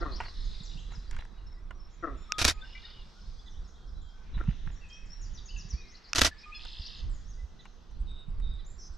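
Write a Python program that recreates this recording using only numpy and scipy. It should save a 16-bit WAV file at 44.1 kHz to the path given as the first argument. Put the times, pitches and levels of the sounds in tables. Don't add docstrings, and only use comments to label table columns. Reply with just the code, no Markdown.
import sys
import numpy as np
from scipy import signal
from scipy.fft import rfft, irfft
from scipy.io import wavfile
from scipy.ndimage import uniform_filter1d

SR = 44100
rng = np.random.default_rng(int(sys.argv[2]) if len(sys.argv) > 2 else 0)


def convert_level_to_amplitude(level_db):
    exponent = np.asarray(level_db, float) / 20
    return 10 ** exponent


def file_out(sig):
    cols = np.atleast_2d(sig).T
    lim = np.clip(cols, -1, 1)
    pcm = np.round(lim * 32767).astype(np.int16)
    wavfile.write(sys.argv[1], SR, pcm)


N = 395577

# [t/s, reeds level/dB, blackbirds level/dB, warblers level/dB]
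FAR_LEVELS = [(0.0, -49.5, -62, -56.5), (0.37, -64, -67, -54), (1.0, -64, -70, -62), (1.75, -66, -75, -71),
              (2.65, -63.5, -64, -61.5), (3.3, -66, -72.5, -61), (3.72, -65.5, -76.5, -67.5),
              (4.1, -66.5, -79, -64), (4.3, -66, -67, -65), (5.3, -66.5, -72, -66),
              (6.0, -65, -69.5, -65.5), (6.62, -65.5, -64, -58.5), (7.3, -66.5, -73, -65),
              (7.82, -65.5, -75.5, -68.5), (8.5, -65.5, -74, -70), (8.97, -65, -75.5, -69.5)]


def unit(x):
    return x / np.sqrt(np.mean(x ** 2))


def seconds(length):
    return np.arange(int(length * SR)) / SR


def add(out, x, s):
    i = int(s * SR)
    out[..., i:i + x.shape[-1]] += x[..., :N - i]


def pan(x, pan_db):
    return x * convert_level_to_amplitude(np.array([[pan_db], [-pan_db]]) / 2)


def band(x, lo_hz, hi_hz, order=2):
    return signal.sosfilt(signal.butter(order, [lo_hz, hi_hz], "band", fs=SR, output="sos"), x)


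def colour(points, size=1024):
    hz, db = np.transpose(points)
    bins_hz = np.arange(size // 2 + 1) * SR / size
    ceps = irfft(np.log(convert_level_to_amplitude(np.interp(np.log(bins_hz + 1), np.log(hz), db))))
    ceps[1:size // 2] *= 2
    ceps[size // 2 + 1:] = 0
    return irfft(np.exp(rfft(ceps)))


def ring(modes, scatter_db, rise):
    t = seconds(.03)
    out = 0
    for hz, width, db in modes:
        gain = convert_level_to_amplitude(db + scatter_db * rng.standard_normal((2, 1)))
        decay = np.exp(-np.pi * max(width, 90) * t)
        out = out + gain * decay * np.sin(2 * np.pi * (hz * t + rng.random()))
    out = out * (1 - np.exp(-(t / rise) ** 2))
    return out / abs(out).max()


def walk(rate):
    k = int(SR / rate)
    steps = np.repeat(rng.standard_normal(N // k + 1), k)
    return unit(uniform_filter1d(uniform_filter1d(steps, k), k)[:N])


def flicker(count, rate):
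    k = int(SR / rate)
    return uniform_filter1d(uniform_filter1d(rng.standard_normal(count), k), k) * np.sqrt(1.6 * k)


def stereo_noise(likeness, count):
    mid, side = rng.standard_normal((2, count))
    c = np.clip(likeness, 0, 1)
    return (np.sqrt(1 + c) * mid + np.sqrt(1 - c) * side * np.array([[1], [-1]])) / np.sqrt(2)


def curves(rows):
    s, *columns = np.transpose(rows)
    return [np.interp(np.arange(N) / SR, s, c) for c in columns]


def note(hz, db, edge, wobble=.006, twinkle_db=3.5):
    twinkle = convert_level_to_amplitude(twinkle_db * min(hz[0] / 4000, 1) ** 2 * flicker(len(hz), 160))
    shape = signal.windows.tukey(len(hz), np.clip(edge, .05, 1)) * twinkle
    phase = 2 * np.pi * np.cumsum(hz * (1 + wobble * flicker(len(hz), 120))) / SR
    return convert_level_to_amplitude(db) * np.sqrt(2) * shape * np.sin(phase)


def reed_scatter(decay):
    t = seconds(4 * decay)
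    reeds = rng.standard_normal(len(t)) * np.exp(-t / decay)
    return reeds / np.sqrt(np.sum(reeds ** 2))


def sing(out, s, hz, db, wobble=0.0058):
    voice = note(hz, db, 0.4, wobble=wobble)
    add(out, .8 * voice, s)
    add(out, .6 * signal.fftconvolve(voice, reed_scatter(.01)), s)


def fall(top_hz, length, drop):
    return top_hz * np.exp(-drop * seconds(length))


def marsh():
    # [f/Hz, level/dB per Hz]
    floor_points = [(88, -30), (150, 0), (206, -3), (298, -10.5), (374, -5), (551, -12.5), (1300, -10),
                    (2250, -20), (3800, -22.5), (5900, -29.5), (7550, -40), (10000, -58), (13000, -88),
                    (22000, -120)]
    points_hz, points_db = np.transpose(floor_points)
    layers = np.zeros((3, 2, N))
    for hz in 180 * 2 ** np.arange(0, 5.8, 1 / 3):
        db = np.interp(np.log(hz), np.log(points_hz), points_db)
        db = db + 1.5 * walk(7) + 2.0 * walk(2.5) * (hz > 1700)
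        noise = band(stereo_noise(0.56, N), hz / 2 ** (1 / 6), hz * 2 ** (1 / 6), order=3)
        layers[np.searchsorted([1700, 3000], hz)] += convert_level_to_amplitude(db) * noise
    hiss = pan(unit(band(stereo_noise(0, N), 11300, 12700, order=3)) * convert_level_to_amplitude(-96.5), 6)
    reeds_db, low_song_db, chorus_db = curves(FAR_LEVELS)
    reeds = pan(unit(layers[0]) * convert_level_to_amplitude(reeds_db + 1), -1.2)
    low_song = unit(layers[1]) * convert_level_to_amplitude(low_song_db)
    high_song = pan(unit(layers[2]) * convert_level_to_amplitude(chorus_db - 5), 1.2)
    return hiss + reeds + low_song + high_song


def wind():
    # [t/s, rumble level/dB]
    gusts = [(0, -41), (1.17, -39.5), (1.5, -45.5), (2.1, -38), (2.57, -50.5), (3.8, -43.5), (4.0, -35.5),
             (4.27, -49), (4.37, -26.5), (4.95, -43.5), (5.8, -35), (5.9, -44), (6.44, -54), (7.04, -36),
             (7.7, -46.5), (8.0, -38), (8.97, -44)]
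    # [t/s, peak level/dB, f/Hz]
    buffets = [(0.964, -25, 34.7), (4.34, -29.5, 64.4), (4.471, -18, 37.7), (5.513, -23, 33),
               (5.721, -16.5, 52.6), (6.786, -26, 65), (7.037, -23, 59.5), (7.422, -25.5, 53.8),
               (7.98, -20.5, 37.7), (8.728, -37, 50.5), (8.888, -30, 54.7)]
    # [t/s, peak level/dB]
    flaps = [(0.606, -38.5), (0.752, -42.5), (0.975, -38), (4.367, -38), (4.483, -17), (4.67, -34),
             (5.649, -37.5), (5.736, -35), (6.795, -43), (8.019, -45.5), (8.281, -36)]
    rumble_db, = curves(gusts)
    rumble = unit(band(stereo_noise(0.85, N), 13.9, 43.4)) * convert_level_to_amplitude(rumble_db - 1.0 + 4.6 * walk(11))
    flutter = unit(band(stereo_noise(0.093, N), 81, 197)) * convert_level_to_amplitude(0.75 * rumble_db - 34.5 + 4.4 * walk(20))
    for s, db, hz in buffets:
        t = seconds(3 / hz)
        push = np.hanning(len(t)) ** 2 * np.sin(2 * np.pi * hz * t)
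        add(rumble, convert_level_to_amplitude(db - 6.5) * push, max(s - 0.29 / hz, 0))
    t = seconds(0.023)
    for s, db in flaps:
        hz = 135 * (1 + 0.03 * rng.standard_normal())
        add(flutter, convert_level_to_amplitude(db) * np.hanning(len(t)) ** 2 * np.sin(2 * np.pi * hz * t), s - .006)
    return pan(rumble + flutter, -4.5)


def hooks():
    # [t from spike/s, f/Hz]
    hook_pitch = [
        (-.06, 5140),
        (-.045, 4340),
        (-.016, 4450),
        (0, 5610),
        (.007, 4450),
        (.016, 3740),
    ]
    # [spike t/s, lead before it/s, rms level/dB]
    hook_calls = [(.005, 0.0065, -53), (.165, 0.058, -50), (5.972, 0.032, -57), (6.098, 0.068, -56),
                  (6.873, 0.07, -47)]
    out = np.zeros(N)
    for s, lead, db in hook_calls:
        t = seconds(lead + hook_pitch[-1][0])
        hz = np.interp(t - lead, *np.transpose(hook_pitch))
        buzz = 1 + .065 * np.sin(2 * np.pi * 260 * t) * (np.arange(len(hz)) < lead * SR)
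        sing(out, max(s - lead, 0), uniform_filter1d(hz, size=120) * buzz, db, wobble=.015)
    return out


def frog():
    # [t/s, twang length/s, twang level/dB, tail length/s, tail level/dB]
    frog_calls = [
        (.006, 0.039, -35.5, 0.14, -43.5),
        (2.024, 0.035, -32, 0.12, -42.5),
        (4.398, .018, -35.5, 0.035, -58),
    ]
    out = np.zeros(N)
    twang_hz, tail_hz, tail_sag_hz_per_s = 171.3, 159.3, 300
    parts = []  # start, length, start Hz, end Hz, dB, sac Hz
    for s, twang, twang_db, tail, tail_db in frog_calls:
        parts.append((s, twang, twang_hz, .99 * twang_hz, twang_db, 1336))
        parts.append((s + 0.9 * twang, tail, tail_hz, tail_hz - tail_sag_hz_per_s * tail, tail_db, 1200))
    twang_max = max(row[1] for row in frog_calls)
    for s, length, start_hz, end_hz, db, sac_hz in parts:
        t = seconds(length)
        hz = end_hz + (start_hz - end_hz) * (1 - t / length) ** 1.5
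        phase = 2 * np.pi * np.cumsum(hz * (1 + 0.019 * flicker(len(t), 150))) / SR
        sac_db = -150 * np.maximum(t - .03, 0)
        # Hz, width Hz, dB
        peaks = [(310, 100, -5), (520, 200, -10), (sac_hz, 130, sac_db),
                 (1850, 140, sac_db - 12.5), (2700, 300, sac_db - 39.5)]
        voice = 0
        for k in range(2, 20):
            gain = sum(convert_level_to_amplitude(p_db) / (1 + ((k * hz - f) / w) ** 4) for f, w, p_db in peaks)
            voice = voice + gain * np.sin(k * phase + .18 * k ** 2) * convert_level_to_amplitude(3.0 * flicker(len(t), 140))
        puffs = rng.standard_normal(len(t)) * (1 + np.cos(phase))
        rasp = band(puffs, 1050, 1800, order=4) * convert_level_to_amplitude(sac_db) + .5 * band(puffs, 280, 750, order=3)
        swell_db = (length > twang_max) * 5.5 * np.exp(-((t - 0.023) / .006) ** 2)
        voice = (unit(voice) + convert_level_to_amplitude(-15) * unit(rasp)) * convert_level_to_amplitude(swell_db)
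        shape = np.minimum(t / 0.02, 1) * np.exp(-2.2 * np.maximum(t - .025, 0) / length)
        shape = shape * np.minimum((length - t) / 0.0028, 1)
        add(out, convert_level_to_amplitude(db) * unit(voice) * shape, s)
    return out


def chorus():
    # [t/s, top f/Hz]
    far_falls = [(.77, 7700), (3.32, 6580), (3.49, 6760), (3.63, 6020), (3.67, 7000), (3.86, 6020),
                 (4.075, 6040), (4.71, 7540)]
    # [t/s, length/s, f/Hz, rms level/dB]
    held_calls = [(0.04, 0.041, 2500, -70), (.51, 0.093, 2080, -74.5), (0.951, 0.14, 3954, -75),
                  (1.3, 0.062, 3850, -72.5), (1.41, 0.18, 3830, -81), (1.605, 0.038, 5800, -85),
                  (1.745, 0.028, 5770, -75), (1.87, 0.032, 5820, -79.5), (1.91, 0.051, 6400, -78),
                  (1.86, .13, 3330, -81.5), (1.985, 0.047, 5800, -79.5), (2.1, .04, 5820, -82),
                  (2.162, 0.074, 5400, -73.5), (1.565, .03, 1960, -74), (3.62, .06, 4100, -81),
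                  (3.74, 0.12, 3310, -77), (3.94, 0.062, 3950, -74), (4.03, .1, 3250, -73.5),
                  (5.555, 0.03, 1697, -70.5), (7.37, 0.053, 2010, -73.5), (7.91, 0.029, 4050, -76.5)]
    blur, clear = np.zeros((2, N))
    for s, length, pitch, steepness, size in rng.random((260, 5)):
        sweep = np.linspace(1, .9 - .4 * steepness, int((.015 + .04 * length) * SR))
        add(blur, note((3000 + 4200 * pitch) * sweep, -17 + 6 * size, .8), s * N / SR)
    for s, top_hz in far_falls:
        add(clear, note(np.linspace(top_hz, .78 * top_hz, int(0.042 * SR)), -74, 0.42), s)
    for s, length, hz, db in held_calls:
        wobble = .003 + .012 * (3000 < hz < 3500)
        add(clear, note(np.full(int(length * SR), hz), db, 0.4, wobble=wobble), s)
    return blur * convert_level_to_amplitude(curves(FAR_LEVELS)[2]) + clear


def rubs():
    # [t/s, length/s, rms level/dB]
    grip_rubs = [(0.198, 0.084, -55), (.895, 0.069, -63), (1.094, .17, -58), (4.342, 0.1, -61.5),
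                 (4.468, 0.052, -59), (4.656, 0.052, -60.5)]
    out = np.zeros((2, N))
    for s, length, db in grip_rubs:
        count = int(length * SR)
        slip_db = 2.3 * rng.exponential(size=count) + 5.4 * flicker(count, 120)
        slips = stereo_noise(0.41, count) * convert_level_to_amplitude(slip_db)
        add(out, convert_level_to_amplitude(db) * unit(band(slips, 810, 2570)) * signal.windows.tukey(count, .5), s)
    return out


def handling():
    # [t/s, peak level/dB, treble level/dB]
    finger_ticks = [(0.203, -24.5, -25), (0.208, -32.5, -8), (0.215, -36, -20), (0.223, -37, -15),
                    (0.234, -41, -28), (0.254, -41, -18), (0.259, -38.5, -32), (0.281, -37, -21),
                    (0.919, -42.5, -31), (0.949, -46, -27), (0.905, -50, -25), (0.935, -46, -25),
                    (0.965, -51, -25), (1.111, -40.5, 4.5), (1.13, -44, -7), (1.165, -38, -4),
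                    (1.188, -38, -8), (1.222, -39.5, -30), (1.251, -41, -9), (1.708, -35.5, -11.5),
                    (4.346, -50, -25), (4.376, -40, -23.5), (4.388, -47.5, -25), (4.439, -45, -11),
                    (4.475, -44, -26), (4.489, -46, -19), (4.508, -45, -22), (4.525, -52, -24),
                    (4.674, -36.5, -26), (4.702, -48, -25), (6.651, -42, 1.5), (7.654, -42, -7.5),
                    (7.912, -56, 1), (8.399, -50.5, -2)]
    # [f/Hz, width/Hz, level/dB]
    dull_modes = [(960, 274, 3), (1400, 180, -2), (1900, 630, 10.5), (2790, 185, -8)]
    out = np.zeros((2, N))
    t = seconds(0.039)
    for s, db, treble_db in finger_ticks:
        crack = unit(band(stereo_noise(0.71, len(t)), 3100, 8100, order=3)) * np.exp(-t / 0.0025)
        grains = rng.standard_normal(len(t)) * (rng.random(len(t)) < .04)
        grains = grains * np.exp(-t / 0.0047) * np.minimum(0.67 + t / 0.0045, 1)
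        grains[0] = 0.59
        tick = signal.fftconvolve(ring(dull_modes, 3, 0.00045), grains[None], axes=1)
        add(out, convert_level_to_amplitude(db) * tick / abs(tick).max(), s)
        add(out, convert_level_to_amplitude(db + treble_db - 10.5) * crack, s)
    return out


def buzzes():
    # [t/s, length/s, f/Hz, beats per s, rms level/dB]
    wide_buzzes = [
        (0.241, 0.072, 4430, 90, -51.5),
        (6.377, 0.062, 5110, 350, -57),
        (8.777, 0.12, 5660, 150, -53.5),
    ]
    # [t/s, length/s]
    narrow_throbs = [(8.059, 0.2), (8.405, 0.202)]
    out = np.zeros(N)
    # start, length, Hz, swing Hz, beats a second, dB
    calls = [(s, length, hz, 0.11 * hz, rate, db) for s, length, hz, rate, db in wide_buzzes]
    calls += [(s, length, 3730, 60, 140, -58) for s, length in narrow_throbs]
    for s, length, centre_hz, swing_hz, rate, db in calls:
        t = seconds(length)
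        beat = 2 * np.pi * rate * t + swing_hz / 900 * flicker(len(t), 40)
        swing = swing_hz * np.minimum(t / 0.046, 1)
        throb = 1 + 0.69 * np.exp(-swing_hz / 300) * np.cos(beat)
        tone = note(centre_hz + swing * np.sin(beat), db, 0.39, wobble=0.0047, twinkle_db=-1.0)
        add(out, tone * throb * np.exp(-3.0 * t * swing_hz / 650), s)
    return out


def level_notes(notes):
    out = np.zeros(N)
    for s, length, hz, db in notes:
        sing(out, s, hz * (1 - .04 * np.exp(-seconds(length) / .012)), db, wobble=.003)
    return out


def trills():
    # [t/s, length/s, bottom f/Hz, beats per s, stroke level/dB, held level/dB, smeared share 0-1]
    blackbird_trills = [
        (0.331, .45, 3500, 59, -58, -73, 0.44),
        (2.638, 0.39, 2863, 40, -63, -59, 0.8),
        (2.817, 0.091, 3310, 60, -57.5, -73.5, 0.6),
        (6.586, .432, 2678, 64, -50.5, -59, 0.42),
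    ]
    out = np.zeros(N)
    top_hz, slowing, smear_s = 5335, 0.27, 0.013
    for s, length, bottom_hz, rate, db, held_db, smear in blackbird_trills:
        t = seconds(length)
        beat = (rate * t * (1 - slowing * t / 2) + .03 * flicker(len(t), 30)) % 1
        high = np.clip(beat / .3, 0, 1)
        low = np.clip((beat - .3) / (.95 - .3), 0, 1)
        mid_hz = .5 * (bottom_hz + top_hz)
        high_hz = top_hz - (top_hz - .86 * mid_hz) * high
        low_hz = bottom_hz + (mid_hz - bottom_hz) * (1 - low) ** 1.3
        song = note(high_hz, db + 1.5, .06, wobble=.015) * np.sin(np.pi * high ** 1.3)
        song += note(low_hz, db, .06, wobble=.015) * np.sin(np.pi * low ** .8)
        song += note(5250 - 350 * beat, db - 4.5, 0.057, wobble=.02) * np.sin(np.pi * beat) ** 2
        held = note(bottom_hz * (1.03 - .04 * beat), held_db, .08, wobble=.02)
        song += held * (.15 + 1.16 * np.sin(np.pi * beat) ** 2)
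        share = np.clip(smear, 0, 1)
        add(out, np.sqrt(1 - share) * song, s)
        add(out, np.sqrt(share) * signal.fftconvolve(song, reed_scatter(smear_s)), s)
    return out


def warbler():
    # [t/s, arch f/Hz, fall level/dB, arch level/dB]
    lead_ins = [
        (4.71, 5750, -78, -67),
        (4.885, 5840, -67, -59),
        (5.056, 5640, -63, -55),
    ]
    # [t/s, top f/Hz, length/s, rms level/dB]
    single_falls = [(0.444, 7100, 0.027, -62), (0.629, 7720, 0.038, -63), (0.689, 3740, 0.035, -63),
                    (0.914, 7600, 0.055, -63), (2.243, 3900, 0.028, -72.5), (2.33, 3860, 0.022, -57),
                    (7.298, 6950, 0.049, -69)]
    # [t/s, length/s, start f/Hz, end f/Hz, rms level/dB]
    slides = [(1.027, .025, 3400, 4500, -68), (1.061, 0.063, 4190, 6300, -68),
              (1.133, 0.031, 3800, 2700, -73), (4.505, .05, 3420, 3570, -74.5),
              (0.765, 0.039, 2570, 3660, -60), (3.534, 0.054, 2790, 4110, -67.5),
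              (4.451, 0.053, 2490, 3130, -62.5), (4.808, 0.056, 2810, 2450, -60),
              (4.896, .12, 2465, 2580, -60), (5.765, 0.094, 2510, 2360, -63),
              (5.486, 0.035, 2590, 3180, -58), (5.533, 0.047, 3000, 2530, -57.5),
              (5.805, 0.069, 3650, 4380, -67.5), (5.862, 0.077, 4360, 7100, -65),
              (5.721, 0.045, 2160, 2460, -70), (5.834, 0.13, 2196, 1960, -70),
              (1.374, .04, 3010, 2700, -74), (1.516, 0.034, 2210, 2000, -71), (1.958, .05, 6200, 5400, -77),
              (2.141, .11, 3360, 3700, -75.5), (3.245, .02, 3500, 4800, -73),
              (3.363, 0.047, 4300, 5400, -68), (3.385, .03, 3200, 3900, -68),
              (3.737, .04, 3190, 4300, -72.5), (4.001, 0.036, 3900, 2980, -69),
              (4.017, 0.016, 6900, 7500, -74.5), (7.9, 0.01, 6240, 5600, -68.5),
              (8.05, .025, 4600, 3900, -76), (8.645, .014, 5800, 7100, -69),
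              (6.516, 0.037, 2350, 2910, -51.5), (6.944, 0.071, 7500, 5800, -69.5),
              (7.088, 0.091, 8100, 6340, -72), (7.232, 0.074, 4860, 6900, -70)]
    out = np.zeros(N)
    drop_per_s, arch_s = 9.2, 0.0518
    for s, hz, fall_db, arch_db in lead_ins:
        sing(out, s, fall(8150, .027, 27), fall_db)
        sing(out, s + 0.038, hz * (1 - 0.32 * (seconds(arch_s) / arch_s - .6) ** 2), arch_db)
    for k in range(5):
        sing(out, 5.212 + k * .1178, fall(7360, 0.062, drop_per_s), -56.5)
    for s, hz, length, db in single_falls:
        sing(out, s, fall(hz, length, drop_per_s), db)
    for s, length, start_hz, end_hz, db in slides:
        sing(out, s, fall(start_hz, length, np.log(start_hz / end_hz) / length), db)
    return out


def tchips():
    # [t/s, rms level/dB]
    arched_chips = [(1.186, -59.5), (3.458, -58.5), (4.336, -60), (5.368, -59), (7.587, -59), (8.584, -61)]
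    out = np.zeros(N)
    length = .03
    arch = np.polyfit([0, .5, 1], (3690, 3966, 3250), deg=2)
    for s, db in arched_chips:
        hz = np.polyval(arch, seconds(length) / length)
        sing(out, s, hz, db)
        sing(out, s, hz - 480, db - 6.5)
        sing(out, s, hz / 2, db - 13.5)
    return out


def shutter():
    # [t/s, peak level/dB]
    presses = [
        (2.321, -10.5),
        (6.132, -10.5),
    ]
    releases = [2.383, 6.1497]
    # [t after release/s, blow level/dB, rattle level/dB, rattle decay/s]
    strikes = [(0, -31, -30.5, .008), (.0065, -29.5, -27.5, 0.026), (.022, -43, -33.5, .008),
               (0.0325, -19.5, -20, 0.0058), (0.0408, -22.5, -24.5, 0.0046), (0.0609, -31.5, -23, 0.013),
               (0.0663, -23, -8.5, 0.0022), (0.0701, -15, -20.5, .003), (0.0776, -28.5, -28, 0.0096),
               (0.0843, -33.5, -28, .006), (0.0943, -32.5, -26, .004), (.0972, -24, -16.5, .005),
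               (.1, -23, -22, .006), (.105, -24.5, -24, 0.012), (.113, -32, -26, 0.01),
               (.124, -27.5, -31.5, 0.015)]
    # [f/Hz, level/dB per Hz]
    shell_points = [(150, -34), (250, -1), (427, -9.5), (669, -2.5), (837, -9), (913, -3.5), (1100, -7),
                    (1330, -0.5), (2130, -4), (2280, -1.5), (5790, -1.5), (12200, -24), (15500, -51)]
    # [f/Hz, width/Hz, level/dB]
    body_modes = [(1960, 33, 5.5), (2520, 49, 3.5), (3700, 83, 6), (4330, 130, -9.5), (4930, 170, 2.5),
                  (5470, 230, 1), (6380, 79, -7), (9400, 200, -12.5), (12470, 200, -21.5)]
    button_modes = [(1380, 264, -8.5), (2590, 266, -5), (3690, 310, -14), (5400, 960, 8),
                    (7000, 540, -10.5), (9200, 1200, -21)]
    out = np.zeros((2, N))
    t = seconds(0.37)
    shell = colour(shell_points)
    shell = shell / np.sqrt(np.sum(shell ** 2))
    thud = np.sin(2 * np.pi * 330 * t) * np.exp(-t / 0.0042)
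    thud += 0.58 * np.sin(2 * np.pi * 200 * t) * np.exp(-t / 0.0072)
    thud += 3.0 * np.sin(2 * np.pi * 75 * t) * np.exp(-t / 0.012)
    for start in releases:
        force = np.zeros((2, N))
        for s, blow_db, rattle_db, decay in strikes:
            knocks = unit(convert_level_to_amplitude(3.0 * rng.exponential(size=len(t))))
            rattle = convert_level_to_amplitude(rattle_db) * stereo_noise(.78, len(t)) * knocks
            rattle = rattle * np.exp(-t / decay) * np.minimum(t / .001, 1)
            rattle[:, 0] += 3.2 * convert_level_to_amplitude(blow_db)
            add(force, rattle * convert_level_to_amplitude(1.0 * rng.standard_normal()), start + s)
            add(out, pan(convert_level_to_amplitude(blow_db - 14.5) * thud, -6.5), start + s)
        force *= np.interp(np.arange(N) / SR, [start + 0.12, start + 0.16], [1, .03])
        near = slice(int(start * SR), int((start + .5) * SR))
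        modes = signal.fftconvolve(force[:, near], convert_level_to_amplitude(-24.0) * ring(body_modes, 2.0, 0.00028), axes=1)
        add(out, modes, start)
        direct = signal.fftconvolve(force[:, near], shell[None], axes=1)
        direct[0] += 0.79 * band(direct[0], 9000, 15000)
        add(out, direct, start)
    out *= convert_level_to_amplitude(1.5)
    for s, db in presses:
        add(out, pan(convert_level_to_amplitude(db) * ring(button_modes, 1, 0.00032), -4.0), s + 0.00025)
    return out


def gurgle():
    # [t/s, length/s, f/Hz, list of (partial number, level/dB)]
    gurgle_call = (6.538, .052, 845, [(2, -66), (3, -57), (4, -52), (5, -53), (6, -50), (8, -78)])
    out = np.zeros(N)
    s, length, hz, partials = gurgle_call
    for k, db in partials:
        late = .003 * (k - 4)
        t = seconds(length - late)
        tone = note(k * hz * (1 + .03 * np.exp(-t / .012)), db, .45, twinkle_db=1.2)
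        add(out, tone * np.exp(-t / .1), s + late)
    return out


def thin_chips():
    chip_times = [7.995, 8.09, 8.185, 8.28, 8.385, 8.53, 8.71, 8.93]
    out = np.zeros(N)
    for s in chip_times:
        add(out, note(np.linspace(8300, 7600, int(0.033 * SR)), -81, 0.55, wobble=0.025), s)
    return out


def echo(x):
    t = seconds(0.89)
    tail = stereo_noise(0.86, len(t)) * convert_level_to_amplitude(-60 * t / .6) * np.minimum(t / 0.003, 1)
    tail = tail / np.sqrt(np.sum(tail ** 2) / 2)
    return convert_level_to_amplitude(-.5) * signal.fftconvolve(x[None], tail, axes=1)[:, :N]


def scene():
    # [t/s, length/s, f/Hz, rms level/dB]
    whistles_left = [(.56, 0.25, 3660, -74), (2.28, 0.16, 1255, -46), (2.573, 0.022, 2510, -59.5),
                     (2.611, 0.018, 3650, -51.5), (2.62, 0.031, 1562, -54), (2.745, 0.04, 2350, -49.5),
                     (2.749, 0.025, 2070, -51), (2.835, 0.021, 1900, -58), (2.84, 0.022, 3750, -54.5),
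                     (4.495, .05, 4810, -70.5), (4.52, .05, 2670, -68.5), (2.863, 0.034, 1470, -58),
                     (3.16, 0.046, 1448, -62), (4.122, 0.14, 1525, -69)]
    whistles_ahead = [(.328, 0.18, 3670, -68), (1.45, .095, 5400, -70.5), (1.54, 0.036, 5050, -73),
                      (1.782, 0.093, 5400, -70), (6.31, 0.026, 1766, -49), (6.452, 0.068, 1228, -55)]
    whistles_right = [(.768, 0.22, 3930, -70.5), (1.895, 0.06, 7120, -68.5), (2.165, 0.074, 7120, -68),
                      (2.51, 0.056, 7100, -74), (2.627, .17, 5300, -69), (3.012, 0.25, 5240, -71),
                      (4.889, 0.084, 3213, -60), (6.432, 0.018, 2520, -55.5), (8.659, 0.052, 7300, -59.5)]
    near = level_notes(whistles_left) + hooks()
    ahead = level_notes(whistles_ahead)
    right = tchips() + level_notes(whistles_right)
    rough = trills() + buzzes() + gurgle() + thin_chips()
    left, twang, distant = warbler(), frog(), chorus()
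    sides = [(left + near, 4.2), (ahead, .3), (right, -4.2), (rough, -.4), (twang, 6.5), (distant, 1.5)]
    animals = sum(pan(x[None], db) for x, db in sides)
    sent = left + convert_level_to_amplitude(-6) * (ahead + near) + convert_level_to_amplitude(-3) * right
    sent = sent + convert_level_to_amplitude(4) * distant + convert_level_to_amplitude(-7) * rough + convert_level_to_amplitude(-11) * twang
    return shutter() + handling() + rubs() + animals + echo(sent) + wind() + marsh()


def low_pass(x):
    return signal.sosfilt(signal.butter(12, 15740, fs=SR, output="sos"), x)


def record(dry):
    top = signal.ellip(8, .2, 60, 15100, fs=SR, output="sos")
    rounded = 0.52 * np.tanh(dry / 0.47)
    return low_pass(signal.sosfilt(top, rounded))


dry = scene()
out = record(dry)
file_out(out)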